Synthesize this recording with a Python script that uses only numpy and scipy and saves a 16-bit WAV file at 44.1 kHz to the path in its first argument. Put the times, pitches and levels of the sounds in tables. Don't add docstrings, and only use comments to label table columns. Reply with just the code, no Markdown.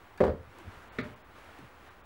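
import sys
import numpy as np
from scipy import signal
from scipy.io import wavfile

SR = 44100
rng = np.random.default_rng(int(sys.argv[2]) if len(sys.argv) > 2 else 0)


def level_to_linear(level):
    exponent = np.asarray(level, float) / 20
    return 10 ** exponent


def generate_wav(sig):
    pcm = np.round(np.clip(np.atleast_2d(sig).T, -1, 1) * 32767).astype(np.int16)
    wavfile.write(sys.argv[1], SR, pcm)


N = 90404


def evened(x):
    return x / np.sqrt(np.mean(x ** 2) + 1e-20)


def add(mix, start_s, sound):
    part = mix[round(start_s * SR):][:len(sound)]
    part += sound[:len(part)]


def colour(x, points):
    f, db = np.transpose(points)
    grid_hz = abs(np.fft.fftfreq(4096, 1 / SR)) + 1
    gain_db = np.interp(np.log(grid_hz), np.log(f), db, left=db[0] - 25)
    log_gain = gain_db * np.log(10) / 20
    taps = np.fft.ifft(np.exp(np.conj(signal.hilbert(log_gain)))).real[:2048]
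    return signal.oaconvolve(x, taps / np.linalg.norm(taps))[:len(x)]


def slow(top_hz):
    t = np.arange(N) / SR
    waves = [np.sin(2 * np.pi * (f * t + rng.random())) / np.sqrt(f) for f in np.geomspace(.5, top_hz, num=16)]
    return evened(sum(waves))


def ring(modes, damp, spread_db):
    t = np.arange(SR // 2) / SR
    detune = .015
    out = np.zeros(len(t))
    for hz, db, t60 in modes:
        level_luck, pitch_luck = rng.standard_normal(2)
        fall = level_to_linear(db + spread_db * level_luck - 60 * t / (t60 * damp))
        out += fall * np.sin(2 * np.pi * hz * (1 + detune * pitch_luck) * t)
    return out


def blows(rows, modes, damp, push_s, crack):
    rise_s, crack_t60, tail_t60, tail_db = .0008, 0.028, 0.14, -6.5
    soften_db = 8.5
    t = np.arange(SR // 4) / SR
    fall = level_to_linear(-60 * t / crack_t60) + level_to_linear(tail_db - 60 * t / tail_t60)
    fall *= np.minimum(t / rise_s, 1)
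    hardest_db = max(row[1] for row in rows)
    rings, cracks = np.zeros(N), np.zeros(N)
    for s, push_db, crack_db in rows:
        half_push_s = push_s * (1 + (hardest_db - push_db) / soften_db)
        push = np.hanning(round(2 * half_push_s * SR) + 4.5)
        add(rings, s, level_to_linear(push_db) * np.convolve(ring(modes, damp, 1.5), push / push.sum()))
        add(cracks, s, level_to_linear(crack_db) * fall * rng.standard_normal(len(t)))
    return rings + colour(cracks, crack)


def chatter():
    # t/s, push level/dB, crack level/dB
    landings = [(.2035, -24, -30), (.2085, -20, -30.5), (.2140, -21, -34), (.2215, -22.5, -51),
                (.232, -22, -41), (.2375, -40, -28), (.251, -25, -40.5), (.266, -28, -36),
                (.279, -25.5, -37), (.294, -24.5, -41), (.302, -47, -77), (.316, -35.5, -50),
                (.336, -34.5, -60), (.354, -54, -75), (.379, -63, -77)]
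    # f/Hz, level/dB, time to fall 60 dB/s
    bench = [(82, -10, 0.46), (153, -20.5, 0.067), (260, -11.5, 0.12), (403, -9.5, 0.12), (445.2, 2, 0.16),
             (522.3, 1.5, 0.16), (568.7, -1, 0.16), (591.7, -11, 0.21), (739, -15, 0.18), (762, -25, .2),
             (991, -26, 0.17), (1310, -32, .15), (1922, -32, 0.17), (2850, -32, .1)]
    # f/Hz, level per Hz/dB
    splinter = [(410, -33), (700, -0.5), (871, -6), (1330, -10), (1950, -15.5), (2520, -26), (4610, -34.5),
                (5170, -41), (15000, -55)]
    return blows(landings, bench, damp=0.75, push_s=0.00055, crack=splinter)


def knocks():
    # t/s, push level/dB, crack level/dB
    hits = [(.985, -37.5, -33.5), (.9875, -30, -35), (.9925, -32, -52), (1.0, -34.5, -39),
            (1.018, -35.5, -56), (1.035, -43.5, -66), (1.058, -44.5, -64), (1.085, -48, -63),
            (1.115, -48.5, -62)]
    # f/Hz, level/dB, time to fall 60 dB/s
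    blade = [(122.8, -12.5, 0.48), (203, -39, 0.21), (244, -12, 0.18), (261, 2.5, 0.079), (376, -6, 0.083),
             (440, -5, 0.15), (605.3, -16, 0.52), (1200, -16.5, 0.088), (1444, -18, 0.1), (1830, -8, 0.048),
             (2205, -22, .1), (2554, -17, .1), (3440, -10, 0.087), (4300, -31, .08)]
    # f/Hz, level per Hz/dB
    knock_crack = [(700, -16.5), (1200, -4.5), (2250, 0.5), (2650, -9), (3000, -24), (3700, -12),
                   (4500, -17.5), (5200, -30), (15000, -53)]
    return blows(hits, blade, damp=0.68, push_s=0.00016, crack=knock_crack)


def ticks():
    # t/s, level/dB, shaft ring level/dB
    taps = [(0.176, -49, -43.5), (0.205, -49, -46), (0.238, -56, -47), (0.25, -46, -48), (0.268, -59, -56),
            (0.273, -62, -60), (.326, -77, -82), (0.5863, -46.5, -74.5), (0.713, -67, -70),
            (0.804, -62, -76), (1.3766, -62, -70), (1.445, -57, -77), (1.588, -52, -64)]
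    # f/Hz, level/dB, time to fall 60 dB/s
    shaft = [(1700, 4, .012), (2400, 2, .01), (3700, -8, .006), (4580, -8, .022), (7850, -20, .006)]
    tick_t60, rattle_t60 = 0.0092, .15
    t = np.arange(4000) / SR
    band = signal.butter(1, [2000, 9000], "band", fs=SR)
    out = np.zeros(N)
    for s, db, ring_db in taps:
        hiss = signal.lfilter(*band, rng.standard_normal(len(t)))
        add(out, s, level_to_linear(db - 60 * t / tick_t60) * hiss)
        rattle = level_to_linear(-60 * t / rattle_t60) * rng.standard_normal(len(t))
        rattle /= np.linalg.norm(rattle)
        add(out, s, level_to_linear(ring_db) * signal.fftconvolve(ring(shaft, 1, 1), rattle))
    return out


def scrapes():
    # t/s, level/dB, f/Hz, length/s
    strokes = [
        (.58, -58, 1010, 0.038),
        (0.806, -54.5, 1520, 0.049),
        (1.349, -57, 1300, 0.066),
        (1.469, -60.5, 1200, 0.09),
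        (1.881, -59, 1450, 0.033),
    ]
    width = 0.066
    out = np.zeros(N)
    for s, db, hz, length in strokes:
        band = signal.butter(1, [hz * (1 - width), hz * (1 + width)], "band", fs=SR)
        rub = evened(signal.lfilter(*band, rng.standard_normal(8000)))
        u = np.arange(0, length, 1 / SR) / length
        add(out, s, level_to_linear(db) * np.sin(np.pi * u) * rub[:len(u)])
    return out


def thumps():
    # t/s, level/dB, f/Hz, length/s
    bumps = [(0.467, -50.5, 76, .04), (.645, -45.5, 117, 0.018), (0.657, -42, 95, 0.041),
             (0.698, -54, 81, 0.033), (0.761, -52.5, 70, 0.027), (.3, -34, 82, 0.047),
             (0.394, -50, 102, 0.035), (0.577, -57.5, 351.3, 0.053), (1.031, -44.5, 122, .06),
             (1.1, -55, 89, 0.036), (1.581, -50, 284, 0.032), (1.61, -50.5, 127, 0.056)]
    roughness = .55
    out = np.zeros(N)
    for s, db, hz, length in bumps:
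        band = signal.butter(2, [0.45 * hz, 1.75 * hz], "band", fs=SR)
        noise = signal.lfilter(*band, rng.standard_normal(9000))[1000:]
        whole_s = 1.3 * length
        u = np.arange(0, whole_s, 1 / SR) / whole_s
        tone = np.sin(2 * np.pi * np.cumsum(hz * (1.1 - 0.22 * u)) / SR)
        body = tone + roughness * evened(noise)[:len(u)]
        add(out, s, level_to_linear(db) * np.sin(np.pi * u ** .7) ** 1.3 * body)
    return out


def rustle():
    # t/s, level/dB
    motion = [(0, -61.5), (.3, -67), (.47, -61), (0.602, -53.5), (.65, -56), (.74, -53), (.84, -57.5),
              (.89, -57.5), (1.06, -52), (1.13, -59), (1.25, -67), (1.33, -60.5), (1.38, -55.5),
              (1.58, -55), (1.73, -61), (1.88, -56.5), (1.97, -63.5), (2.05, -69)]
    # f/Hz, level per Hz/dB
    cloth = [(150, -10.5), (300, -4), (600, -5.5), (1400, -4.5), (2600, -11.5), (5000, -24.5),
             (11000, -32.5), (14800, -38)]
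    grains_per_s, grain_db = 1300, -9
    grain_size = level_to_linear(3.7 * np.minimum(rng.exponential(1, N), 5))
    grain_here = rng.random(N) < grains_per_s / SR
    grains = grain_size * grain_here * rng.choice([-1, 1], N)
    hiss = rng.standard_normal(N) * level_to_linear(0.43 * slow(30))
    s, db = np.transpose(motion)
    swell = level_to_linear(np.interp(np.arange(N) / SR, s, db))
    return swell * colour(hiss + level_to_linear(grain_db) * evened(grains), cloth)


def room(x):
    room_t60, room_db = 0.26, -9.5
    at = np.arange(200, SR // 2, 22)
    taps = np.zeros(SR // 2 + 22)
    fall = level_to_linear(-60 * at / SR / room_t60)
    taps[at + rng.integers(0, 22, len(at))] = rng.choice([-1., 1.], len(at)) * fall
    taps = signal.lfilter([1], [1, -.3], taps)
    return level_to_linear(room_db) * signal.fftconvolve(x, taps / np.linalg.norm(taps))[:N]


def hush():
    # f/Hz, level per Hz/dB
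    air = [(25, -6.5), (75, 0.5), (150, -10.5), (400, -10.5), (1150, -9.5), (2500, -21), (6000, -38),
           (14800, -41.5)]
    return level_to_linear(-56.5 + .7 * slow(2.9)) * colour(rng.standard_normal(N), air)


def whine():
    # f/Hz, rms level/dB
    tones = [(15665, -78.5)]
    t = np.arange(N) / SR
    return sum(np.sqrt(2) * level_to_linear(db + 1. * slow(27)) * np.sin(2 * np.pi * hz * t) for hz, db in tones)


def treble_dropouts(x):
    # t/s, length/s, kept below f/Hz
    dropouts = [
        (0.892, 0.028, 4430),
        (1.018, .012, 4700),
        (1.146, 0.011, 4000),
        (1.225, 0.018, 4400),
        (1.895, 0.0084, 4260),
        (2.018, 0.019, 4000),
    ]
    drop_db, survive, fade_s = -20, .14, 0.0025
    hz, t, z = signal.stft(x, SR, nperseg=512, noverlap=448)
    gain = np.ones(z.shape)
    for s, length, edge_hz in dropouts:
        lost = (hz > edge_hz) & (hz < 15400) & (rng.random(len(hz)) > survive * (hz < 8000))
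        depth = np.clip(np.minimum(t - s, s + length - t) / fade_s + 1, 0, 1)
        gain *= level_to_linear(drop_db * np.outer(lost, depth))
    return signal.istft(z * gain, SR, nperseg=512, noverlap=448)[1][:N]


def scene():
    hits = chatter() + knocks() + ticks()
    hits = signal.lfilter(*signal.butter(2, 70, "high", fs=SR), hits)
    return (hits + room(hits) + scrapes() + thumps() + rustle() + hush())[None]


def roll_off(x):
    return signal.sosfilt(signal.butter(12, 15960, fs=SR, output="sos"), x)


def record(dry):
    top = signal.cheby2(10, 50, 15500 + 600, fs=SR, output="sos")
    limited = signal.sosfilt(top, dry[0])
    mix = treble_dropouts(limited + whine())[None] + .0006
    return roll_off(mix)


dry = scene()
out = record(dry)
generate_wav(out)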